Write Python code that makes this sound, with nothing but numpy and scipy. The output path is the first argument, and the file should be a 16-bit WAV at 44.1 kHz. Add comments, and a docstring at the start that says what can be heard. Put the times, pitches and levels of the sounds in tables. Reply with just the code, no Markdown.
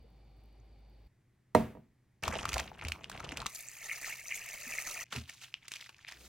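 """Close-up kitchen work in a small room. First a pot of brine ticks and pops over a rushing gas flame. The
stove's sound stops, and a steel bowl of scallops lands on a wooden table and sets it ringing. The scallops
slide about in a plastic bag whose creases crinkle and snap. Brine pours in, bubbling and spraying. Last, the
full bag thuds into a steel tray and is patted flat, and a fridge's drone swells."""
import sys
import numpy as np
from scipy import signal
from scipy.fft import rfft, irfft, next_fast_len
from scipy.io import wavfile
from scipy.ndimage import map_coordinates

SR = 44100
rng = np.random.default_rng(int(sys.argv[2]) if len(sys.argv) > 2 else 0)


def wav_record(signal):
    """Record a signal, one row per channel, as 16-bit PCM in the file named by sys.argv[1]."""
    frames = np.transpose(np.atleast_2d(signal))
    bounded = np.clip(frames, -1, 1)
    # unit amplitude maps onto the largest positive 16-bit level
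    quanta = np.round(bounded * 32767).astype(np.int16)
    wavfile.write(sys.argv[1], SR, quanta)


N = 276933
TIME = np.arange(N) / SR
STOVE_END, SHAKE_START, POUR_START, POUR_END, FRIDGE_OPEN = 1.08, 2.224, 3.48, 5.042, 6.1  # cues, t/s
CENTRE = np.array([[1], [0]])  # layers are (mid, side) pairs; this feeds the mid alone


def amp(db):
    """Decibels to gain."""
    return 10 ** (np.asarray(db) / 20)


def unit(x):
    """Scale to rms 1."""
    return x / np.sqrt(np.mean(x ** 2) + 1e-20)


def along(points, hz):
    """Read (f/Hz, value) points on a log frequency axis."""
    freqs, values = np.transpose(points)
    return np.interp(np.log(hz + 1), np.log(freqs + 1), values)


def eq(points):
    """The frequency response of an EQ curve of (f/Hz, level/dB) points."""
    return lambda hz: amp(along(points, hz))


def gate(start, end):
    """Open from start to end, with 5 ms fades."""
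    return np.clip(np.minimum(TIME - start, end - TIME) / .005, 0, 1)


def add(track, s, sound):
    """Mix a sound in at s seconds."""
    part = track[..., max(round(s * SR), 0):][..., :sound.shape[-1]]
    part += sound[..., :part.shape[-1]]


def filtered(x, response):
    """Apply a frequency response to x."""
    size = next_fast_len(x.shape[-1] + 8192)
    return irfft(rfft(x, size) * response(np.fft.rfftfreq(size, 1 / SR)), size)[..., :x.shape[-1]]


def coloured(x, curve, size=2048):
    """Minimum-phase EQ, so that clicks keep their sharp attacks."""
    gain = amp(np.maximum(along(curve, np.fft.rfftfreq(size, 1 / SR)), -90))
    cepstrum = irfft(np.log(gain))
    fold = 1 + np.sign(size / 2 - np.arange(size))
    fold[0] = 1
    impulse = irfft(np.exp(rfft(cepstrum * fold)))
    return signal.oaconvolve(x, impulse[None], axes=1)[:, :N]


def noise(response):
    """Shaped mid and side noise of rms 1."""
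    return unit(filtered(rng.standard_normal((2, N)), response))


def wobble(rate):
    """A smooth random modulator with rate knots a second."""
    return map_coordinates(rng.standard_normal(int(N * rate / SR) + 4), [TIME * rate])


def hum(hz, waver):
    """A tone of rms 1 whose phase drifts by about waver radians."""
    return unit(np.sin(2 * np.pi * hz * TIME + waver * wobble(11)))


def grains(span, rate, band_hz, cycles, spread_db, curve, size=500):
    """A cloud of tiny rings, rate a second, uneven in level, pitch and pan; rms 1 within the span."""
    start, end = span
    low, high = band_hz
    count = int(max(rate * (end - start), 1))
    when, pitch, strength, pan, life = rng.random((count, 5)).T[..., None]
    hz = low * (high / low) ** pitch
    phase = hz * np.arange(size) / SR
    age = phase / (cycles * (.5 + life))
    rarity = -np.log(strength + .04)  # a few grains stand out
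    envelope = hz * amp(spread_db * rarity) * np.exp(-age) * (1 - np.exp(-3 * age))
    index = ((start + when * (end - start)) * SR).astype(int).clip(0) + np.arange(size)
    rings = [envelope * np.sin(2 * np.pi * (phase + turn)) for turn in (0, pan)]
    cloud = np.array([np.bincount(index.ravel(), ring.ravel(), N)[:N] for ring in rings])
    return unit(coloured(cloud, curve)) * np.sqrt((end - start) / (N / SR))


def ping(hz, cycles, rise, size=1100):
    """A short, randomly panned ring of peak 1; decay and rise are counted in cycles."""
    phase = hz * np.arange(size) / SR
    envelope = (1 - np.exp(-phase / rise)) ** 2 * np.exp(-phase / cycles)
    return envelope / envelope.max() * np.sin(2 * np.pi * (phase + np.array([[0], [rng.random()]])))


def gestures(rows, rise_s, fall_db_per_s):
    """Attack-hold-release envelopes, one for each level column of (t/s, hold/s, level/dB, ...) rows."""
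    s, hold, *levels = np.transpose(rows)[..., None]
    attack = np.clip((TIME - s) / rise_s + 1, 0, 1)
    release = amp(-fall_db_per_s * np.maximum(TIME - s - hold, 0))
    return [np.linalg.norm(amp(db) * attack * release, axis=0) for db in levels]


def follow(gain, pivot_db, ratio):
    """An envelope that meets gain at pivot_db and moves ratio dB for each of its dB."""
    return amp(pivot_db) * (gain / amp(pivot_db)) ** ratio


# EQ of the still kitchen air: f/Hz, level/dB
AIR_EQ = [(30, -22), (60, -15.5), (130, -11), (160, -17.5), (245, -22), (375, -24.5), (440, -31.5),
          (860, -36.5), (1500, -38.5), (1900, -33), (2900, -44), (9000, -50.5), (16000, -57)]

def room_tone():
    """A bed of still air with a faint mains hum."""
    return amp(-72.5) * noise(eq(AIR_EQ)) + amp(-77) * hum(124, waver=.45) * CENTRE


def fridge():
    """The fridge's fan and drone swell once its door is open."""
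    fan = noise(eq([(30, -17), (100, -12), (370, -3), (800, -14), (3000, -22)]))
    swell = np.clip((TIME - FRIDGE_OPEN) / .12, 0, 1)
    return amp(-62) * (fan + hum(62, waver=.2)) * swell


# EQ of the gas flame's rush: f/Hz, level/dB
FLAME_EQ = [(41, -33), (70, 1.5), (80, -13), (103, -5), (162, -14), (300, -17.5), (620, -22.5), (797, -25),
            (1470, -37), (2370, -46), (3330, -39), (4690, -37.5), (5500, -47), (7560, -60), (16000, -68)]
# Resonances of the burner's ports: f/Hz, width/Hz, level/dB
PORT_TONES = [(790, 126, 9), (2340, 470, 0), (2930, 180, -2), (3570, 130, -3), (4400, 180, -2),
              (4670, 87, 4)]

def stove():
    """The flame rushes and sings in the burner, a motor hums, and simmering brine ticks and pops."""
    def resonances(hz):
        return sum(amp(db) / (1 + ((hz - peak) / (width / 2)) ** 2) for peak, width, db in PORT_TONES)
    flame = amp(-65) * noise(eq(FLAME_EQ))
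    ports = amp(-78) * noise(resonances)
    tick_eq = [(4000, 3), (7000, -6), (15000, 4)]
    simmer = amp(-89) * grains((0, STOVE_END), 380, (5600, 21000), 1.4, 7.5, tick_eq)
    add(simmer, .6, amp(-71) * ping(6440, cycles=12, rise=3.6))  # one larger bubble bursts
    add(simmer, .04, amp(-58.5) * ping(468, cycles=3.4, rise=1.9, size=8000))  # the lid hums as it lifts
    motor = amp(-57.5 - 3.1 * np.exp(-TIME / .3)) * hum(52, waver=.12)
    return (flame + ports + simmer + motor * CENTRE) * gate(-1, STOVE_END)


# Soft landings of the bag's load: t/s, level/dB, f/Hz
LANDINGS = [(2.263, -38.5, 73), (2.292, -38, 214), (2.431, -43, 108), (2.531, -37, 60.6),
            (2.846, -37.5, 78), (3.322, -43.5, 274), (4.666, -51, 246), (5.149, -45, 410),
            (5.158, -36.5, 122.4), (5.167, -43, 81), (5.172, -40, 239)]

def thuds():
    """The soft load drops against the bag or the tray and is still within a few swings."""
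    track = np.zeros((2, N))
    for s, db, hz in LANDINGS:
        add(track, s, amp(db) * ping(hz, cycles=2, rise=.9, size=10000))
    return track


# Wet slaps inside the bag: t/s, level/dB, t60/s
SLAP_HITS = [(4.874, -44, 0.028), (5.124, -38, 0.099), (5.153, -41.5, 0.11), (5.891, -40.5, 0.03)]

def slaps():
    """Brine slaps against the film in short, dull splashes."""
    force, t = np.zeros(N), np.arange(SR // 4) / SR
    for s, db, t60 in SLAP_HITS:
        add(force, s, amp(db - 60 * t / t60) * (1 - np.exp(-t / .0013)))
    slap_eq = [(40, -24.5), (130, -3), (500, -9.5), (1200, .5), (2200, -7), (5000, -11), (16000, -30)]
    return force * noise(eq(slap_eq))


# Hand strokes over the full bag: t/s, hold/s, crinkle level/dB, palm hiss level/dB
STROKES = [(5.125, 0.056, -48.5, -57), (5.293, 0.0069, -51.5, -59.5), (5.34, 0.098, -67, -69.5),
           (5.425, 0.019, -52.5, -59.5), (5.635, .015, -58.5, -78), (5.722, 0.047, -51.5, -60),
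           (5.81, 0.045, -56, -67), (5.98, 0.055, -62, -77), (6.085, 0.039, -50.5, -64),
           (6.2, 0.087, -64.5, -66)]
# EQs of the stretched film and of the plastic's finest fizz: f/Hz, level/dB
TAUT_FILM_EQ = [(250, -18), (500, -10), (900, -7), (1500, -1), (2500, 5.5), (4200, -4), (7000, -10.5),
                (10000, -18)]
FIZZ_EQ = [(3500, 0.5), (6300, 6.5), (9000, -3.5), (16000, -22)]

def patted_bag():
    """Hands smooth the full bag; the stretched film crackles finely and hisses under the palms."""
    crinkle, sheen = gestures(STROKES, rise_s=.024, fall_db_per_s=260)
    resting_crinkle_db, resting_sheen_db = -72.5, -84  # hands lying on the bag
    span = POUR_END, N / SR
    film = grains(span, 1200, (600, 7000), cycles=1.5, spread_db=5.2, curve=TAUT_FILM_EQ)
    fizz = grains(span, 1500, (5000, 15000), cycles=1.6, spread_db=4.5, curve=FIZZ_EQ)
    rub = noise(eq([(1000, -22), (4000, 5), (8000, -4), (15000, -11.5)]))
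    clumps = amp(2.5 * wobble(110))
    crackle = amp(-1) * np.hypot(crinkle, amp(resting_crinkle_db)) * film
    hiss = np.hypot(sheen, amp(resting_sheen_db)) * (amp(-2.5) * fizz + amp(.5) * rub)
    return (crackle + hiss) * clumps * gate(POUR_END, np.inf)


# Shakes that let the scallops slide: t/s, hold/s, level/dB
SLIDES = [(2.236, 0.044, -39), (2.34, 0.088, -44), (2.49, 0.11, -44), (2.84, 0.014, -47.5),
          (3.125, 0.2, -51.5), (3.38, 0.052, -49.5)]
# EQs of the wet film and of the shifting load: f/Hz, level/dB
WET_FILM_EQ = [(150, -14.5), (300, -2), (700, 2.5), (1200, 1.5), (1700, -2), (2600, 1), (3900, -9.5),
               (5600, -19.5), (9000, -58)]
RUMBLE_EQ = [(15, -41), (25, -21), (45, 1), (70, 2.5), (152, -3), (306, -9), (337, -10.5), (450, -12.5),
             (580, -45), (990, -120)]

def shaken_bag():
    """Wet scallops slide down the bag: clumps of crinkle over a rumble, brighter the harder the shake."""
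    held_db, firm_db = -59.5, -45  # the bag merely held; a firm grip
    slide, = gestures(SLIDES, rise_s=.023, fall_db_per_s=178)
    effort = np.hypot(slide, amp(held_db))
    span = SHAKE_START, POUR_START
    film = grains(span, 1000, (450, 8000), cycles=1, spread_db=5.6, curve=WET_FILM_EQ)
    fizz = grains(span, 700, (5000, 16000), cycles=1.2, spread_db=6.3, curve=FIZZ_EQ)
    crinkle = effort * film + amp(-13) * follow(effort, firm_db, ratio=1.28) * fizz
    rumble = amp(-3.5) * follow(effort, firm_db, ratio=.64) * noise(eq(RUMBLE_EQ))
    clumps = amp(3 * wobble(90))
    return (crinkle * clumps + rumble) * gate(*span)


# The stream of brine thickens, then runs steadily: t/s, level/dB
STREAM = [(3.49, -58), (3.65, -58.5), (3.87, -50), (4.1, -48.5), (4.25, -53), (4.4, -47), (4.6, -50),
          (4.8, -47), (5.035, -48)]
# The stream gulps air or strikes a scallop: t/s, hold/s, bubbling level/dB, spray level/dB
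SURGES = [(3.55, 0.043, -70, -49), (3.89, 0.025, -40.5, -57), (4.035, 0.087, -46, -49.5),
          (4.31, .015, -40.5, -61), (4.71, 0.068, -49.5, -52), (4.869, 0.013, -59, -44),
          (4.945, 0.065, -53, -51)]
# EQs of the bag's hollow, the spray and the splash: f/Hz, level/dB
HOLLOW_EQ = [(1200, -50), (1580, -14.5), (1800, -3.5), (2200, 0), (2650, -2), (3100, -16), (4000, -46)]
SPRAY_EQ = [(2400, -1), (3300, -5.5), (4500, -2.5), (5600, -3.5), (6000, 4), (7700, -1.5), (8700, -5),
            (11000, -5.5), (13000, -2), (16000, -1)]
SPLASH_EQ = [(120, 16), (230, -5.5), (410, -3.5), (680, 5), (1080, -2), (1290, 7), (1550, -3), (2200, -81)]
# The fattest drops: t/s, level/dB, f/Hz
FAT_DROPS = [(3.686, -28.5, 7300), (3.896, -30, 2080), (4.045, -30.5, 1940), (4.283, -30, 6200),
             (4.322, -23.5, 2250), (4.723, -29.5, 2470), (4.785, -28.5, 2050)]

def pour():
    """The stream traps bubbles that ring in the bag, patters on the film and splashes on the scallops."""
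    full_db = -48  # the full stream
    flow = amp(np.interp(TIME, *np.transpose(STREAM)))
    gulp, spurt = gestures(SURGES, rise_s=.0064, fall_db_per_s=350)
    spray_gain = np.hypot(amp(-2) * follow(flow, full_db, ratio=.61), spurt)
    splash_gain = flow * np.hypot(amp(-13), amp(-9.5 - full_db) * spurt)
    span = POUR_START, POUR_END
    bubbles = grains(span, 700, (1650, 3300), cycles=3.6, spread_db=4.5, curve=HOLLOW_EQ)
    patter = grains(span, 900, (4000, 12000), cycles=1.3, spread_db=6, curve=SPRAY_EQ)
    tiny_bubbles = grains(span, 1200, (3000, 12000), cycles=8, spread_db=5.5, curve=SPRAY_EQ)
    mist = noise(lambda hz: amp(along(SPRAY_EQ + [(17000, -62)], hz)) * (hz > 1500))
    spray = amp(-4.5) * patter + amp(-5) * tiny_bubbles + amp(-8) * mist
    flutter = amp(1.9 * wobble(160) + 1.7 * wobble(40))
    splash = grains(span, 1200, (207, 1660), cycles=2.46, spread_db=4, curve=SPLASH_EQ)
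    track = np.hypot(flow, gulp) * bubbles + (spray_gain * spray + splash_gain * splash) * flutter
    for s, db, hz in FAT_DROPS:
        add(track, s, amp(db) * ping(hz, cycles=2.5, rise=1.6))
    return track


# The bag's loudest creases: t/s, ring level/dB, f/Hz, crack level/dB
CREASES = [(2.235, -31, 1000, -41), (2.278, -24, 1190, -39), (2.353, -24.5, 2930, -58),
           (2.453, -18.5, 1235, -42.5), (2.49, -31, 1280, -39), (2.53, -24, 2200, -39),
           (2.54, -25, 2270, -35.5), (2.58, -23.5, 2460, -39.5), (2.598, -25, 1850, -40.5),
           (2.715, -35.5, 815, -77), (2.795, -35.5, 2270, -68), (2.812, -28.5, 2320, -66),
           (2.849, -24.5, 2350, -51.5), (2.883, -28, 2550, -40.5), (2.919, -17, 2460, -42.5),
           (3.042, -24.5, 2870, -60), (3.097, -37, 1150, -46.5), (3.115, -33, 1550, -54),
           (3.202, -30, 1280, -54), (3.29, -26, 2840, -58), (3.319, -27.5, 2060, -52),
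           (3.371, -22, 2670, -42), (3.402, -26.5, 4040, -63), (3.416, -30.5, 1150, -51),
           (3.459, -23, 1160, -46), (3.464, -26, 2288, -37), (5.127, -24, 3420, -60),
           (5.161, -24, 2630, -47), (5.295, -32, 2060, -48), (5.54, -19, 2810, -65),
           (5.681, -33, 2710, -45.5), (5.717, -30, 3000, -43.5), (5.737, -25, 3400, -51),
           (5.756, -42, 2260, -50.5), (5.81, -31, 3380, -55), (5.892, -34.5, 2640, -98),
           (5.944, -40.5, 2550, -86), (6.047, -33, 2130, -79), (6.121, -29, 2266, -55)]

def snaps(flip_s=.001024):
    """A crease flips over: a few cycles of the film's ring, an overtone, a low push and a bright crack."""
    track, t = np.zeros((2, N)), np.arange(SR // 40) / SR
    crack_eq = eq([(500, -5), (3000, 6), (6500, 5.5), (10000, -4.5), (16000, -12.5)])
    # small creases give way just before and after the big one
    burst = np.exp(-np.maximum((.003 - t) / .0009, (t - .003) / .0025))
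    for s, ring_db, hz, crack_db in CREASES:
        ring = ping(hz, cycles=1.3, rise=.7)
        overtone = amp(-9) * ping(1.73 * hz, cycles=1, rise=1)
        push = amp(-17.5) * ping(.44 * hz, cycles=1, rise=.12)
        crack = filtered(rng.standard_normal((2, len(t))) * burst, crack_eq)
        add(track, s + flip_s, amp(ring_db) * (ring + overtone + push))
        add(track, s + flip_s - .0025, amp(crack_db + 10) * crack)
    return track


# Modes of the table top and the loaded bowl: f/Hz, level/dB, t60/s
KNOCK_MODES = [(84.6, -40.5, .3), (127.2, -27.5, 0.27), (181, -26.5, .2), (226.2, -22.5, 0.29),
               (285, -19, 0.12), (392, -23, 0.099), (469, -18, 0.074), (513.7, -21, 0.085),
               (627.5, -15, 0.089), (712.5, -25.5, .1), (805, -23, 0.029), (929, -9, 0.028),
               (993, -20, 0.01), (1197, -19.5, 0.028), (1320, -20, 0.02), (1630, -30.5, .03),
               (1925, -21, .03), (2120, -35.5, .05), (2400, -37.5, 0.017), (2510, -41.5, 0.031),
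               (4150, -34, 0.052), (6300, -39.5, .02)]
# The bowl meets the table with one hard bright knock, a faint bright tap, then two dull bumps:
# t/s, level/dB, low-pass f/Hz
CONTACTS = [(1.549, 0, 6000), (1.603, -27, 4000), (1.750, -26.5, 250), (1.770, -21.5, 120)]

def bowl(lag_turns=.25):
    """The bowl lands hard, rocks and settles; each contact rings the table, low modes swelling slowest."""
    track, t = np.zeros((2, N)), np.arange(SR // 2) / SR
    bearing = np.array([[0], [2.2]])  # mid and side phase: the bowl stands to the right
    ring = 0
    for k, (hz, db, t60) in enumerate(KNOCK_MODES):
        envelope = amp(db - 60 * t / t60) * (1 - np.exp(-t * hz / 1.5))
        # the blow spreads through the wood: each mode lags the one below
        ring += envelope * np.sin(2 * np.pi * (hz * t - k * lag_turns) + bearing)
    slump_eq = [(20, -18), (50, 3), (200, 5.5), (600, -6.5), (1500, -14), (2200, -13), (5000, -28.5)]
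    for s, db, cutoff_hz in CONTACTS:
        crack = rng.standard_normal((2, len(t))) * (amp(-27 - 60 * t / .02) + amp(-45.5 - 60 * t / .27))
        # the scallops slump in the bowl
        slump = coloured(rng.standard_normal((2, len(t))) * amp(-17 - 60 * t / .4), slump_eq)
        hit = crack + ring + slump[:, :len(t)]
        add(track, s, amp(db) * filtered(hit, lambda hz: 1 / (1 + 1j * hz / cutoff_hz)))
    return track


# Decay of the kitchen's reverb: f/Hz, t60/s
ROOM_DECAY = [(100, 0.28), (300, 0.29), (700, 0.26), (2500, 0.16), (8000, 0.19), (16000, 0.52)]

def room(x, wet_db, size=256):
    """Add the kitchen's short reverb, in which each frequency dies at its own speed."""
    hz, t, bands = signal.stft(rng.standard_normal((2, SR // 2)), SR, nperseg=size)
    decay = amp(-60 * t / along(ROOM_DECAY, hz)[:, None])
    _, tail = signal.istft(bands * decay, SR, nperseg=size)
    tail *= np.clip((np.arange(tail.shape[1]) / SR - .003) / .0013, 0, 1)  # 3 ms pre-delay
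    return x + amp(wet_db) * signal.fftconvolve(x[:1], tail / np.linalg.norm(tail[0]), axes=1)[:, :N]


# Width of the stereo image: f/Hz, side level/dB
WIDTH_EQ = [(60, -23), (120, -20.5), (380, -7), (1000, -7), (2300, -19), (4400, -7), (8000, -4.5),
            (15000, -4.5)]

def stereo(pair):
    """Mid and side to left and right; the treble reaches the right a moment earlier."""
    mid, side = pair
    lead = filtered(mid, lambda hz: -.7j * np.tanh((hz / 7000) ** 2))
    spread = lead + filtered(side, eq(WIDTH_EQ))
    return np.array([mid + spread, mid - spread])


def scene():
    """Bowl, bag and brine, each with its reverb send, over the stove, room tone and fridge."""
    knock = room(bowl(), wet_db=-11)
    film = amp(-3) * snaps() + shaken_bag() + patted_bag() + slaps()
    bag = room(film, wet_db=-10.5)
    load = room(thuds(), wet_db=-6)
    brine = room(pour(), wet_db=-11) * gate(POUR_START, POUR_END)
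    return stereo(stove() + room_tone() + fridge() + knock + bag + load + brine)


def record(dry):
    """A steep low-pass at 16.1 kHz takes off the very top."""
    return filtered(dry, lambda hz: 1 / (1 + (hz / 16100) ** 200))


dry = scene()
out = record(dry)
wav_record(out)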